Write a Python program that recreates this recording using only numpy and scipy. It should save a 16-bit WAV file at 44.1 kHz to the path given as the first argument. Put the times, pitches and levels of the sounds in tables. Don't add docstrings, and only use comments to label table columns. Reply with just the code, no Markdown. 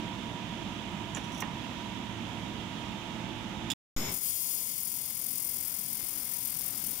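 import sys
import numpy as np
from scipy import signal
from scipy.fft import rfft, irfft
from scipy.io import wavfile
from scipy.ndimage import uniform_filter1d

SR = 44100
rng = np.random.default_rng(int(sys.argv[2]) if len(sys.argv) > 2 else 0)


def wrap_up_sound(samples):
    columns = np.atleast_2d(samples).T
    tamed = np.clip(columns, -1, 1)
    steps = np.round(tamed * 32767).astype(np.int16)
    wavfile.write(sys.argv[1], SR, steps)


N = 308700
T = np.arange(N) / SR
FREQS = np.maximum(np.arange(N // 2 + 1) * SR / N, 1)

# f/Hz, left level/dB, right level/dB
FAN_SPECTRUM = [(25, -88, -80.5), (50, -76, -68), (115, -72.5, -68), (209.5, -65, -60), (303, -72.5, -66),
                (446, -81, -78), (680, -79.5, -75), (860, -79, -74.5), (1530, -86.5, -79.5),
                (3355, -90.5, -73), (4360, -91, -89.5), (6750, -101, -88.5), (8460, -101, -100),
                (15460, -106, -117)]
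# f/Hz, level/dB
FAN_TONES = [(113, -52), (178, -58), (199, -54), (224, -56.5), (301.5, -55), (341, -56), (663, -62.5),
             (690, -65.5), (769, -69.5), (905, -66), (922, -63), (1012, -67), (1092, -73.5), (1249, -66.5),
             (1376, -69.5), (1615, -75.5), (3085, -69), (3511, -64.5), (3698, -67.5), (3747, -69),
             (3795, -70.5)]
# f/Hz, level/dB
MOTOR_WHINE = [(948, -55), (958.5, -57.5), (996, -60)]
# f/Hz, left level/dB, right level/dB
MACHINE_SPECTRUM = [(25, -92, -99), (60, -80, -95), (121, -76.5, -86.5), (267, -78, -83.5),
                    (332, -83, -90.5), (446, -85.5, -101.5), (790, -86.5, -94), (990, -92.5, -99),
                    (1190, -87.5, -98.5), (1680, -93.5, -99.5), (2900, -91, -97)]
# f/Hz, level/dB
MACHINE_TONES = [(221, -71.5), (904, -78.5), (953, -71), (1001, -74)]

# f/Hz, level/dB, t60/s
PIECE_MODES = [(5640, -7, .17), (5820, 1, 0.14), (5980, -8, .14), (6400, -8.5, .26), (6540, -11, .2),
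               (7650, -11.5, 0.224), (7800, -16, .1), (8400, -12.5, .14), (10580, -10, .16),
               (10900, -9.5, .17), (14120, -14.5, .16)]
# f/Hz, level/dB, t60/s
TABLE_MODES = [(230, -12, 0.12), (318, -10, 0.19), (590, -5, 0.16), (723, -8, .08), (850, -1.5, 0.14),
               (962, -11, 0.18), (1059, -1, 0.11), (1140, -7, .05), (1460, -13, .06), (1740, -17, .08),
               (1860, -0.5, 0.092), (2060, -5.5, .05), (2280, -7, 0.055), (2810, -7, 0.083)]
# f/Hz, level/dB, t60/s
LOOSE_MODES = [(2830, -2.5, 0.017), (3170, -8, 0.026), (3440, -2, 0.043), (3700, -10, 0.069),
               (5300, -8, 0.027), (5100, -4, 0.027), (6980, -9.5, 0.036), (7640, -11, .03),
               (8890, -19, 0.034)]
# t/s, ring level/dB, skid level/dB
EDGE_TOUCHES = [(1.1486, -52, -45), (1.168, -51, -46), (1.24, -54, -49), (1.319, -53, -46),
                (1.346, -53, -40), (1.377, -53, -37), (1.403, -45, -19.5)]
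# t/s, level/dB, f/Hz
CORNER_TICKS = [(1.1486, -27.5, 6950), (1.163, -34, 6900)]
# t/s, ring level/dB, clack level/dB, f/Hz
TABLE_KNOCKS = [(1.1486, -48, -41, 2200), (1.170, -47, -27, 2700), (1.4228, -38.5, -28, 1200)]
# t/s, ring level/dB, scrape level/dB
LOOSE_CLINKS = [(3.702, -32.5, -35), (3.708, -33, -37), (3.716, -33.5, -33.5), (3.718, -37.5, -36.5)]

# f/Hz, nominal width/Hz, left level/dB, right level/dB
JET_RESONANCES = [(957, 130, -75, -71.5), (2150, 196, -68.5, -69), (3500, 700, -78.5, -74),
                  (5290, 520, -67, -75), (6820, 250, -66, -69), (8330, 620, -73, -85),
                  (11100, 1100, -77, -91), (13000, 900, -73.5, -94), (14300, 600, -69, -101)]
# f/Hz, nominal width/Hz, level/dB
PUFF_RESONANCES = [(170, 146, -67.5), (357, 88, -65.5)]
# t/s, level/dB, f/Hz
SPATTER_POPS = [(4.26, -32, 3000), (4.666, -46, 2350), (4.794, -43, 2310), (5.106, -32, 3000),
                (5.398, -42, 2930), (5.997, -39, 2500), (6.008, -34.5, 1800), (6.043, -42, 2000),
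                (6.797, -38, 2300), (6.89, -38, 2500), (6.958, -34, 2500), (6.983, -29, 7000)]
# f/Hz, level/dB
NEAR_SIZZLE = [(1500, -102), (2400, -92), (3500, -84), (4500, -80.5), (5200, -79), (5700, -81.5),
               (6400, -78.5), (8000, -77.5), (9400, -68), (10700, -67), (12400, -74.5), (13100, -67),
               (14500, -68.5), (15700, -73)]
# f/Hz, level/dB
FAR_SIZZLE = [(2900, -105), (3850, -88), (5000, -89), (6000, -99), (6750, -88), (7500, -101), (8100, -90.5),
              (9100, -104), (10100, -105), (10600, -91.5), (12300, -95.5), (15000, -111)]
# f/Hz, nominal half width/Hz, gain/dB
JOINT_NOTCHES = [(3990, 186, -17), (7080, 320, -6.5), (8520, 430, -4), (10030, 250, -14.5),
                 (11610, 240, -14), (14200, 150, -3)]
# f/Hz, nominal width/Hz, level/dB
JOINT_RESONANCES = [(5160, 460, -92), (6730, 420, -72), (8000, 360, -76)]
# position/cycles, width/cycles, level/dB
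SWING_SPURTS = [(.19, 0.14, 2), (.435, 0.062, -1.5), (.555, .024, -2.5), (.63, .055, -10),
                (.93, 0.072, 1.5)]

SILENCE_START_S, SILENCE_END_S = 3.736, 3.964
STRIKE_S, DUCK_S = 4.078, 4.1


def undb(db):
    return 10 ** (np.asarray(db) / 20)


def ramp(start_s, length_s):
    return np.clip((T - start_s) / length_s, 0, 1)


def after(s):
    return np.maximum(T - s, 0)


def white():
    return rng.standard_normal(N) * np.sqrt(SR / 2)


def walk(rate_hz):
    hold = max(int(SR / rate_hz), 1)
    steps = np.repeat(rng.standard_normal(N // hold + 1), hold)
    return 1.295 * uniform_filter1d(uniform_filter1d(steps, hold), hold)[:N]


def colours(spectrum):
    hz, *columns = np.transpose(spectrum)
    return np.array([undb(np.interp(np.log(FREQS), np.log(hz), db)) for db in columns])


def resonance(hz, width_hz):
    return 1 / (1 + 1j * (FREQS / hz - hz / FREQS) * hz / width_hz)


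def cavity(resonances):
    return sum(undb(db) * resonance(hz, width) ** 2 for hz, width, db in resonances)


def shaped(x, response):
    return irfft(rfft(x) * response, N)


def bandpass(x, hz, q):
    return signal.lfilter(*signal.iirpeak(hz, q, fs=SR), x)


def add(track, s, sound):
    start = int(s * SR)
    track[start:start + len(sound)] += sound[:N - start]


def panned(x, pan_db):
    return x * undb(np.array([[pan_db], [-pan_db]]) / 2)


def ring(modes, scatter_db):
    t = T[:SR // 2]
    chance = rng.standard_normal((len(modes), 2))
    return sum(undb(db + scatter_db * weight - 60 * t / t60) * np.sign(side) * np.sin(2 * np.pi * hz * t)
               for (hz, db, t60), (weight, side) in zip(modes, chance))


def burst(t60):
    t = T[:SR // 4]
    return rng.standard_normal(len(t)) * undb(-60 * t / t60)


def snap(hz):
    t = T[:SR // 100]
    return np.cos(2 * np.pi * hz * t) * np.exp(-np.pi * hz * t)


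def turbulence(spectrum, mono_below_hz, flicker_db):
    shared = 0.95 / (1 + (FREQS / mono_below_hz) ** 2)
    noise = rfft(white()) * np.sqrt(shared) + rfft([white(), white()]) * np.sqrt(1 - shared)
    noise = noise * colours(spectrum)
    octave = np.clip(np.log2(FREQS / 60), 0, 8)
    bands = (irfft(noise * np.maximum(1 - abs(octave - k), 0), N) for k in range(9))
    return sum(band * undb(flicker_db * walk(14)) for band in bands)


def tone(hz, drift_hz, waver_db):
    phase = 2 * np.pi * np.cumsum(hz + drift_hz * walk(12)) / SR
    return np.sqrt(2) * np.sin(phase) * undb(waver_db * walk(15))


def workshop_fans():
    drone = sum(undb(db - 1) * tone(hz, drift_hz=3.01, waver_db=2) for hz, db in FAN_TONES)
    high_whine = sum(undb(db) * tone(hz, drift_hz=3.19, waver_db=1.2) for hz, db in MOTOR_WHINE)
    high_whine *= undb(-3 * after(2))
    low_whine = undb(-65 + 4 * after(1.2)) * tone(865.5, drift_hz=2.99, waver_db=1.5)
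    air = turbulence(FAN_SPECTRUM, mono_below_hz=800, flicker_db=0.5)
    return air + panned(drone + high_whine + low_whine, pan_db=-11.5)


def bench_machine():
    hum = sum(undb(db - 2.5) * tone(hz, drift_hz=3.42, waver_db=4.5) for hz, db in MACHINE_TONES)
    air = turbulence(MACHINE_SPECTRUM, mono_below_hz=850, flicker_db=1.5)
    lowpass = 1 / (1 + (FREQS / 3600) ** 10)
    level_db = 10.5 - 12.5 * ramp(DUCK_S, 0.11) + 1.5 * after(DUCK_S)
    lean_db = np.outer([0, .4], np.maximum(level_db + 5, 0))
    return shaped(air + panned(hum, pan_db=16), lowpass) * undb(level_db + lean_db)


def skid(t60, grit_db):
    rub = burst(t60) * undb(grit_db * walk(900)[:SR // 4])
    return sum(undb(db) * bandpass(bandpass(rub, hz, q=26), hz, q=26) for hz, db, _ in PIECE_MODES)


def edge_touches():
    track = np.zeros(N)
    attack = ramp(0, .001)
    for s, ring_db, skid_db in EDGE_TOUCHES:
        add(track, s, undb(ring_db) * ring(PIECE_MODES, scatter_db=1) * attack[:SR // 2])
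        add(track, s, undb(skid_db) * skid(t60=.052, grit_db=2.8) * attack[:SR // 4])
        add(track, s, undb(skid_db - 11) * bandpass(burst(t60=.055), 14200, q=18))
    flat_s = TABLE_KNOCKS[-1][0]
    return track * undb(-60 * after(flat_s) / .01)


def corner_ticks(rise_s=.0008):
    track = np.zeros(N)
    t = T[:SR // 20]
    envelope = (t / rise_s * np.exp(1 - t / rise_s)) ** 2
    for s, db, hz in CORNER_TICKS:
        add(track, s, undb(db) * np.sin(2 * np.pi * hz * t) * envelope)
        band = signal.butter(2, [hz - 600, hz + 600], "band", fs=SR, output="sos")
        add(track, s, undb(db - 2.5) * signal.sosfilt(band, burst(t60=.055)))
    return track


def table_knocks():
    track = np.zeros(N)
    mids = signal.butter(5, [200, 3150], "band", fs=SR, output="sos")
    for s, ring_db, clack_db, hz in TABLE_KNOCKS:
        add(track, s, undb(ring_db) * ring(TABLE_MODES, scatter_db=1.9))
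        clack = bandpass(burst(t60=.065), hz, q=.9)
        thud = undb(3) * bandpass(burst(t60=.1), 560, q=1)
        add(track, s, undb(clack_db) * signal.sosfilt(mids, clack + thud))
        add(track, s, undb(clack_db - 1.5) * snap(hz))
    return track


def loose_clinks():
    track = np.zeros(N)
    for s, ring_db, scrape_db in LOOSE_CLINKS:
        add(track, s, undb(ring_db) * ring(LOOSE_MODES, scatter_db=3.5))
        add(track, s, undb(scrape_db + 1.5) * bandpass(burst(t60=.029), 4500, q=.5))
    return track


def steel_handling():
    direct = edge_touches() + corner_ticks() + table_knocks() + loose_clinks()
    echoes = np.array([burst(t60=0.31) for _ in range(2)])
    room = signal.fftconvolve(direct[None], echoes / np.linalg.norm(echoes[0]))[:, :N]
    return panned(direct + undb(-9) * shaped(room, resonance(1500, 3000)), pan_db=-11)


def shield_gas():
    power = sum(abs(undb([[left], [right]]) * resonance(hz, 1.4 * width) ** 2) ** 2
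                for hz, width, left, right in JET_RESONANCES)
    jet = shaped(np.array([white(), white()]), np.sqrt(power))
    jet_db = -1.5 - 13.5 * (1 - np.exp(-after(DUCK_S) / 0.045))
    age = after(SILENCE_END_S)
    thump = -undb(-25.5) * (np.exp(-age / 0.045) - np.exp(-age / 0.00069))
    puff_envelope = ramp(SILENCE_END_S, .05) * undb(-130 * after(4.087))
    puff = shaped(white(), cavity(PUFF_RESONANCES)) * puff_envelope
    return jet * undb(jet_db) + thump + panned(puff, pan_db=-4)


def crackle(per_s, scatter_db):
    return (rng.random(N) < per_s / SR) * (T > STRIKE_S) * undb(scatter_db * rng.standard_normal(N))


def spatter():
    pops = np.zeros(N)
    for s, db, hz in SPATTER_POPS:
        add(pops, s, undb(db) * snap(hz))
    sparks = shaped(undb(-33.5) * crackle(per_s=39, scatter_db=3.5), resonance(6000, 10000))
    sputter = undb(-34) * crackle(per_s=600, scatter_db=3) * ramp(4.8, 2.1)
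    return panned(pops + sparks + shaped(sputter, resonance(2700, 5400) ** 2), pan_db=13)


def beam_sweep_db(sweep_hz=43.7, scatter_db=1, floor_db=-8.5):
    power = undb(floor_db) ** 2
    for position, width, db in SWING_SPURTS:
        offset = (sweep_hz * T - position + .5) % 1 - .5
        power += undb(db + scatter_db * walk(sweep_hz)) ** 2 * np.exp(-(offset / width) ** 2)
    return 10 * np.log10(power)


def cancelled(notches):
    return undb(sum(db / (1 + ((FREQS - hz) / width) ** 2) ** 1.45 for hz, width, db in notches))


def melt_pool():
    age = after(STRIKE_S)
    falter_db = -4 * np.exp(-((T - 4.2) / 0.012) ** 2)
    burning = ramp(STRIKE_S, 0.055) * undb(falter_db)
    bite = ramp(4.19, .05) - ramp(4.585, 0.25)
    envelope = burning * undb(1 + 1.1 * bite + 0.5 * walk(6))
    throb_db = (1 - 0.92 * bite) * beam_sweep_db()
    throb = envelope * undb(throb_db)
    boiling = undb(1.2 * walk(500) + 0.5 * walk(30))
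    plume_db = 1 + 2.5 * bite + 0.05 * age + 0.22 * throb_db
    plume = white() * burning * undb(plume_db + 0.6 * walk(26))
    low_share = 1 / (1 + (FREQS / 6500) ** 4)
    treble = shaped(white() * throb * boiling, np.sqrt(1 - low_share))
    vapour = treble + shaped(plume, np.sqrt(low_share))
    joint_ring = shaped(plume * undb(-8 * age), cavity(JOINT_RESONANCES))
    buzz = undb(-54) * shaped(throb, resonance(85, 170))
    left = shaped(vapour, cancelled(JOINT_NOTCHES) * colours(NEAR_SIZZLE)[0]) + joint_ring + buzz
    spill = .76 * np.roll(vapour, 16) + .65 * white() * envelope
    spill_db = 3.5 + 2 * bite - 2.5 * age
    right = shaped(spill, cancelled(JOINT_NOTCHES[:1]) * colours(FAR_SIZZLE)[0]) * undb(spill_db)
    return np.array([left, right])


def scene():
    setting_down = workshop_fans() + steel_handling()
    welding = bench_machine() + shield_gas() + melt_pool() + spatter()
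    return setting_down * (T < SILENCE_START_S) + welding * (T >= SILENCE_END_S)


def record(dry):
    return signal.sosfilt(signal.ellip(10, .2, 70, 15660, fs=SR, output="sos"), dry)


dry = scene()
out = record(dry)
wrap_up_sound(out)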